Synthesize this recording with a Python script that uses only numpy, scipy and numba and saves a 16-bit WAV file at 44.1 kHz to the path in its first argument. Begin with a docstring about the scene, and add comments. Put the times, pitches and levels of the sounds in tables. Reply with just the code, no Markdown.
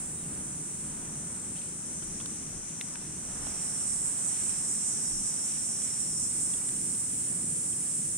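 """Cicadas in the trees of a park, heard by a small camera near the ground that turns towards them.
From the start a crowd hisses high up, lower cicadas sing, and wind and far traffic rumble under rustling leaves.
A far bird chirps at once; from 1.5 s dry leaves snap under a cat's paws. Near 3 s a cicada whistles, then
a near one clicks and throbs, and a high one whistles from 3.5 to 5.3 s. The first whistle stops at 6.3 s.
Noise and click trains pass through spectra and resonances; sines make the bird and the rings of the snaps."""
import sys
import numpy as np
from scipy import signal
from scipy.fft import rfft, irfft, next_fast_len
from scipy.io import wavfile
from scipy.ndimage import uniform_filter1d
from numba import njit

SR = 44100
rng = np.random.default_rng(int(sys.argv[2]) if len(sys.argv) > 2 else 0)


def dump_mix(stems):
    """Bounce the given channels to the path in sys.argv[1] as a 16-bit WAV at rate SR."""
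    frames = np.atleast_2d(stems).T  # one column per channel
    limited = np.clip(frames, -1, 1)  # hard clip at full scale
    pcm = np.round(limited * 32767).astype(np.int16)
    wavfile.write(sys.argv[1], SR, pcm)


N = 360498  # samples

# Crowd of high cicadas as the camera turns:
# t/s, level/dB, left minus right/dB, belly resonance f/Hz, left-right likeness (-1 to 1)
CROWD_PATH = [(0, -36.3, -1, 9000, -0.26), (1, -37.5, 0, 8750, -0.21), (1.4, -38, 0.5, 8570, -0.12),
              (2.15, -38.5, 1, 8650, -0.16), (2.75, -40.3, 2, 8400, -0.17), (3.2, -39.5, 0, 8600, -.1),
              (3.6, -36, -1, 8500, 0), (4, -32.5, -2, 8300, .15), (4.5, -33, -0.5, 8240, .15),
              (5.2, -33.5, -1, 8200, 0.17), (6.1, -32.5, -1.5, 8300, 0.21), (6.45, -31.5, -1.7, 8850, .1),
              (7.3, -31.5, -1.2, 9200, 0.072), (8.17, -31.5, -1, 9000, .1)]


def undb(db):
    """Gain of a level in dB."""
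    return 10 ** (np.asarray(db) / 20)


def unit(x):
    """Scale to rms 1, over both channels together."""
    return x / np.sqrt(np.mean(x ** 2))


def curves(table):
    """Columns of a table, drawn as straight lines from sample to sample along its times."""
    seconds, *columns = np.transpose(table)
    t = np.arange(N) / SR
    return [np.interp(t, seconds, column) for column in columns]


def place(db, pan_db):
    """Left and right gain; pan_db is left minus right."""
    return undb(db + np.outer([1, -1], pan_db) / 2)


def colour(x, tone):
    """Shape by a spectrum of f/Hz, level/dB, straight over log frequency; the result has rms 1."""
    size = next_fast_len(N)
    log_hz = np.log(np.arange(size // 2 + 1) * SR / size + 1e-9)
    at_hz, db = np.transpose(tone)
    gain = undb(np.interp(log_hz, np.log(at_hz), db, left=-90, right=-90))
    return unit(irfft(rfft(x, size) * gain, size)[..., :N])


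def pair(alike):
    """Stereo noise with the given left-right correlation, mixed from a middle and a side noise."""
    mid, side = rng.standard_normal((2, N))
    alike = np.clip(alike, -1, 1)
    opposed = side * np.array([[1], [-1]])
    return np.sqrt((1 + alike) / 2) * mid + np.sqrt((1 - alike) / 2) * opposed


@njit
def svf(x, hz, width):
    """State-variable band-pass whose centre may move, gain 1 at the centre."""
    y, band, low = np.empty(len(x)), 0., 0.
    for i in range(len(x)):
        g, damping = np.tan(np.pi * hz[i] / SR), width / hz[i]
        v = (band + g * (x[i] - low)) / (1 + g * (g + damping))
        band, low, y[i] = 2 * v - band, low + 2 * g * v, damping * v
    return y


def ring(x, modes, shift=1):
    """Both channels through resonances, each passed twice; neighbours swing in opposite sense."""
    factor = np.ones(N) * shift
    channels = []
    for channel in x:
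        total = np.zeros(N)
        for k, (hz, width, db) in enumerate(modes):
            once = svf(channel, hz * factor, 1. * width)
            twice = svf(once, hz * factor, 1. * width)
            total += (-1) ** k * undb(db) * twice
        channels.append(total)
    return unit(np.array(channels))


def walk(rate):
    """Random levels held 1 / rate s and smoothed twice over that time; rms 1."""
    hold = int(SR / rate)
    steps = np.repeat(rng.standard_normal(N // hold + 1), hold)
    return unit(uniform_filter1d(uniform_filter1d(steps, hold), hold)[:N])


def cycle(rate, wobble):
    """Phase 0-1 of a click cycle whose rate wobbles by a small share."""
    return np.cumsum(rate * (1 + wobble * walk(30)) / SR) % 1


def clicker(rate, wobble, scatter_db):
    """One-sample clicks, one a cycle, whose sizes scatter in dB."""
    clicks = np.diff(cycle(rate, wobble), prepend=0) < 0
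    return clicks * undb(scatter_db * rng.standard_normal(N))


def swells(events):
    """Summed bell-shaped swells in dB."""
    t = np.arange(N) / SR
    return sum(db * np.exp(-.5 * ((t - middle) / spread) ** 2) for middle, db, spread in events)


def whistle(table, rate, modes, wobble, pan_db):
    """Clicks so even that their harmonics stand out as lines, ringing in the body's resonances."""
    clicks = clicker(rate, wobble, scatter_db=5.0)
    # the sound reaches the right port two samples later
    both = np.array([clicks, np.roll(clicks, shift=2)])
    return ring(both, modes) * place(curves(table)[0] + 0.89 * walk(13), pan_db)


def crowd():
    """Far singers blur to a hiss, a few leave thin lines; their belly resonance lifts the middle."""
    # hiss spectrum: f/Hz, relative level/dB
    hiss_tone = [(2650, -69), (4500, -28), (5570, -14.5), (6500, -12), (7140, -4.5), (8620, 1.5),
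                 (9270, -1), (9970, -9.5), (11100, -33), (12500, -35), (16200, -65), (22000, -120)]
    # singers that stand out of the crowd: click rate/Hz
    singer_rates = [478, 493, 507, 522, 537, 551]
    db, pan_db, belly_hz, alike = curves(CROWD_PATH)
    singers = [clicker(rate, .0015, scatter_db=0.0) * undb(3.8 * walk(8)) for rate in singer_rates]
    # each comes from its own side, so it reaches the right port at its own lag
    lagged = [np.roll(singer, shift=5 * k - 13) for k, singer in enumerate(singers)]
    lines = np.array([sum(singers), sum(lagged)])
    hiss = colour(pair(alike) + 0.62 * unit(lines), hiss_tone)
    belly = np.array([svf(channel, belly_hz, 2500.0) for channel in hiss])
    return unit(hiss + 0.73 * belly) * place(db + 0.6 * walk(7.5), pan_db)


def sheen():
    """Faint noise band above the chorus: it follows the crowd and gains level with its belly pitch."""
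    # resonances: f/Hz, width/Hz, relative level/dB
    sheen_modes = [(13800, 1700, -1), (14650, 1500, 3), (15400, 1500, 1)]
    under_db, db_per_khz, rest_hz = 30, 2, 8500  # below the crowd when its belly is at rest_hz
    right_db = 2.2  # further right than the crowd
    db, pan_db, belly_hz, _ = curves(CROWD_PATH)
    db = db - under_db + db_per_khz * (belly_hz - rest_hz) / 10 ** 3
    return ring(pair(-.1), sheen_modes) * place(db + .9 * walk(6), pan_db - right_db)


def lower_cicadas():
    """Two blurred groups of lower clickers: one train of noise bursts heard through two spectra."""
    # t/s, level/dB, deepest group level/dB
    lower_path = [(0, -53, -71), (.9, -49, -67), (1.6, -49.5, -63.5), (2.2, -46.5, -58), (3, -46, -56.5),
                  (3.6, -47.5, -53.5), (4.1, -50.5, -55), (4.25, -43, -58), (4.45, -45, -57),
                  (5.3, -42.5, -52), (6.26, -46, -49), (6.33, -48, -54), (7.2, -52, -59), (8.17, -48, -58)]
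    # spectra of the main and the deepest group: f/Hz, relative level/dB
    lower_tone = [(5200, -38), (5500, -17), (5750, -7.5), (6150, 0), (6500, -3), (7200, -5.5), (8200, -33)]
    deepest_tone = [(4800, -32), (5000, -8.5), (5200, -11), (5400, -2), (5550, -3), (5800, -8.5),
                    (6100, -35)]
    left_db, unlike = 2, 0.27  # they sit left of the crowd and reach the ports less alike
    db, deepest_db = curves(lower_path)
    _, pan_db, _, alike = curves(CROWD_PATH)
    pan_db = pan_db + left_db
    bursts = (.6 + np.exp(-cycle(520., wobble=0.0036) / 0.4)) * pair(alike - unlike)
    group = colour(bursts, lower_tone) * place(db + 1.5 * walk(6.8), pan_db)
    deepest = colour(bursts, deepest_tone) * place(deepest_db + 1.8 * walk(7.6), pan_db)
    return group + deepest


def near_cicada():
    """Each buckling of the ribs is a short noisy burst; a throb swells it and drops the belly's pitch."""
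    # t/s, level/dB, belly pitch factor
    near_path = [(0, -58, 1), (3.2, -47.5, 1.01), (3.6, -42, 1.015), (4, -39, 1.01), (6.2, -39.5, 1.009),
                 (6.6, -39.5, 1.02), (8.17, -38.5, 1.018)]
    # belly resonances before the pitch factor: f/Hz, width/Hz, relative level/dB
    near_modes = [(7380, 920, -1), (8180, 600, 3.5), (9110, 1650, -1), (13800, 1800, -27.5)]
    # the belly pumps: middle t/s, swell level/dB, spread/s
    throbs = [(3.48, 5, .025), (3.639, 6.5, .022), (3.806, 4, .017), (3.878, 4, .016), (4.07, 6, 0.024),
              (4.28, 6, .028), (4.467, 6, .034), (4.71, 7, 0.041), (4.884, 7.5, 0.029), (5.067, 5, .031),
              (5.276, 6, .028), (5.47, 5, .031), (5.677, 5.5, .021), (5.845, 7, .022), (6.01, 6, .022),
              (6.23, 6, 0.037), (6.426, 6, .022), (6.69, 5, 0.022), (6.918, 4, 0.033), (7.191, 1.5, .025),
              (7.486, 3.5, .031), (7.704, 4, .019)]
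    clicks_hz, pan_db = 497.7, -6
    sag_per_db = .0055  # belly pitch factor lost per dB of swell
    db, pitch = curves(near_path)
    swell_db = swells(throbs)
    bursts = np.exp(-cycle(clicks_hz, wobble=.004) / 0.44) * pair(-0.063)
    return ring(bursts, near_modes, pitch - sag_per_db * swell_db) * place(db + swell_db, pan_db)


def wind():
    """Puffs push low noise into both microphone ports, over a calmer unsteady level."""
    # f/Hz, relative level/dB
    gust_tone = [(12, -9), (22, 3), (35, -5), (50, -2.5), (90, -2), (130, -21)]
    # puffs on the ports: middle t/s, swell level/dB, spread/s
    puffs = [(.42, 11.5, 0.12), (.95, 4, .12), (1.5, 4, .06), (2.11, 11, .07), (2.5, 8, 0.13), (3.0, 4, .1),
             (3.45, 7, .15), (4.0, 6, .1), (5.14, 12, .06), (6.1, 4, .1), (7.1, 1, .07)]
    # between puffs: t/s, level/dB
    calm_path = [(0, -62), (4, -61.5), (8.17, -64.5)]
    db = curves(calm_path)[0] + swells(puffs) + 3.2 * walk(6)
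    return colour(pair(0.86), gust_tone) * undb(db)


def traffic():
    """Far traffic: low rumbling noise, nearly alike at both ports."""
    # f/Hz, relative level/dB
    rumble_tone = [(35, -48), (60, -11), (113, -5.5), (162, 0.5), (280, -5.5), (600, -23), (780, -48),
                   (1320, -120)]
    # t/s, level/dB
    rumble_path = [(0, -45), (.8, -46), (1.5, -44.5), (2.5, -46.5), (3.5, -47.5), (4.8, -47.5),
                   (5.6, -47.5), (6.5, -46), (8.17, -46.3)]
    return colour(pair(0.98), rumble_tone) * undb(curves(rumble_path)[0] + 0.97 * walk(10))


def leaves():
    """Leaves rustle all round: a low and a bright band of noise, each flickering in level."""
    # t/s, low rustle level/dB, bright rustle level/dB
    rustle_path = [(0, -54.5, -59.5), (.7, -55.5, -60), (1.15, -54.3, -57), (1.6, -55.5, -60),
                   (2.6, -55, -57.5), (3.2, -54, -57.5), (3.48, -50.5, -55), (4.15, -52, -57),
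                   (4.4, -54, -53.5), (4.7, -54, -56.5), (6.2, -55.5, -57), (8.17, -56.5, -58.5)]
    # spectra of the low and the bright rustle: f/Hz, relative level/dB
    low_tone = [(300, 2), (500, -1.5), (700, 0.5), (1000, -0.5), (1500, -2), (2500, -11.5), (4000, -25)]
    bright_tone = [(1000, -19), (1600, -3), (2000, -0.5), (3000, -1.5), (4300, -5), (7000, -11),
                   (11000, -25), (13000, -21), (16000, -24)]
    low_db, bright_db = curves(rustle_path)
    low = colour(pair(0.3), low_tone) * place(low_db + 1.0 * walk(7), -2.3)
    bright = colour(pair(0.5), bright_tone) * place(bright_db + 1.0 * walk(12), -0.9)
    return low + bright


def bird():
    """One faint far chirp: a sine that rises, drops and rises again."""
    # t/s, pitch f/Hz, level/dB
    chirp_path = [(.15, 3600, -83), (.165, 3780, -68), (.195, 3900, -65.5), (.225, 3750, -67),
                  (.247, 2650, -63), (.265, 2850, -65), (.29, 3100, -88)]
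    hz, db = curves(chirp_path)
    tone = np.sin(2 * np.pi * np.cumsum(hz) / SR) * np.sqrt(2)  # rms 1
    return tone * place(db, 0.)


def snaps():
    """Dry leaves under paws: a dull crack, two short rings, and a crumble of noise by the upper ring."""
    # t/s, overall level/dB, low ring f/Hz, high ring f/Hz, high ring relative level/dB,
    # ring fall by 60 dB/s (at least .003), crack relative level/dB, left minus right/dB
    snap_events = [(1.557, -45, 2600, 3300, -5, 0.024, -8, -5), (1.569, -41, 3120, 3700, -3, .014, 2, -7),
                   (1.563, -46, 2000, 3000, 0, .012, -2, -5), (1.632, -49, 2700, 3400, -3, .025, -6, -6),
                   (1.577, -45, 2880, 3900, -6, .022, -4, -5), (1.584, -45, 3140, 4460, -7, 0.039, -8, -5),
                   (1.618, -37, 2820, 3800, -9, .0093, -3, -7), (2.024, -40, 1450, 3100, -4, 0.021, -6, 2),
                   (2.032, -39, 1520, 3570, -7, .012, -1, 3), (2.202, -34.5, 1100, 3360, 2, .01, -7, -4),
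                   (2.211, -36, 1200, 3380, -1, .01, -6, -2), (2.2594, -35, 1550, 3550, 1, .009, 10, -2),
                   (2.754, -48, 2500, 3900, 2, .012, -8, -1),
                   (2.8115, -22, 2070, 3500, -1.5, 0.0094, -6, 4),
                   (2.956, -31.5, 1540, 2840, -10, .011, -11, 7),
                   (3.468, -30, 715, 1400, -17, .015, -17, -6), (4.435, -40, 2600, 4400, 4, .008, 1, 0),
                   (6.535, -46, 2800, 3350, 4, .033, -15, 9), (6.617, -42, 1310, 2300, 2, .01, -6, -1),
                   (6.69, -34, 1940, 3520, -2, 0.0075, 2, 0), (6.949, -41.5, 2500, 4000, 0, 0.0092, -6, 1),
                   (7.73, -46, 2600, 3150, 3, .023, -10, 0)]
    crack_s = .0009  # decay time constant
    out, t = np.zeros((2, N)), np.arange(2048) / SR
    dull = signal.butter(2, [1300, 8000], "bandpass", fs=SR, output="sos")
    onset = 1 - np.exp(-t / 0.00028)  # a soft first instant keeps the rings compact
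    for start, db, low_hz, high_hz, high_db, t60, crack_db, pan_db in snap_events:
        fade = np.exp(-np.log(1000) * t / max(t60, .003))
        tone = np.sin(2 * np.pi * low_hz * t) + undb(high_db) * np.sin(2 * np.pi * high_hz * t)
        noise = rng.standard_normal((2, len(t)))
        crack = undb(crack_db) * np.exp(-t / crack_s) * signal.sosfilt(dull, noise)
        crumble_hz = np.full(len(t), 0.82 * high_hz)
        crumble = np.array([svf(channel, crumble_hz, 1800.0) for channel in noise])
        # the crumble dies half as fast as the rings
        rings = onset * (0.74 * fade * tone + 0.87 * np.sqrt(fade) * crumble)
        i = int(start * SR)
        out[:, i:i + len(t)] += (rings + crack) * place(db, pan_db)
    return out


def low_whistler():
    """One of the lower cicadas clicks so evenly that it whistles, then stops dead."""
    # t/s, level/dB
    whistler_path = [(2.9, -85), (3.3, -60), (3.5, -49), (3.9, -50.5), (4.1, -56), (5, -48), (5.5, -46.5),
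                     (6.27, -49.5), (6.32, -85)]
    # resonances: f/Hz, width/Hz, relative level/dB
    whistler_modes = [(4980, 220, -12), (5560, 110, -1), (6010, 390, -4)]
    return whistle(whistler_path, 504.8, whistler_modes, wobble=.0035, pan_db=2.5)


def high_whistler():
    """A high cicada with still evener clicks whistles as the camera swings past it."""
    # t/s, level/dB
    whistler_path = [(3.5, -85), (3.88, -45), (4.1, -39), (4.5, -39), (4.9, -46), (5.35, -85)]
    # resonances: f/Hz, width/Hz, relative level/dB
    whistler_modes = [(7670, 300, -3), (8130, 200, 4), (8650, 300, -3), (9100, 300, -15)]
    return whistle(whistler_path, 511.4, whistler_modes, wobble=.0009, pan_db=-7.0)


def scene():
    """All sources summed at the microphone."""
    cicadas = crowd() + sheen() + lower_cicadas() + near_cicada() + low_whistler() + high_whistler()
    return cicadas + wind() + traffic() + leaves() + bird() + snaps()


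def record(dry):
    """The camera cuts the top with a steep low-pass."""
    top_hz = 15720
    low_pass = signal.ellip(12, .2, 80, top_hz, fs=SR, output="sos")
    return signal.sosfilt(low_pass, dry)


dry = scene()
out = record(dry)
dump_mix(out)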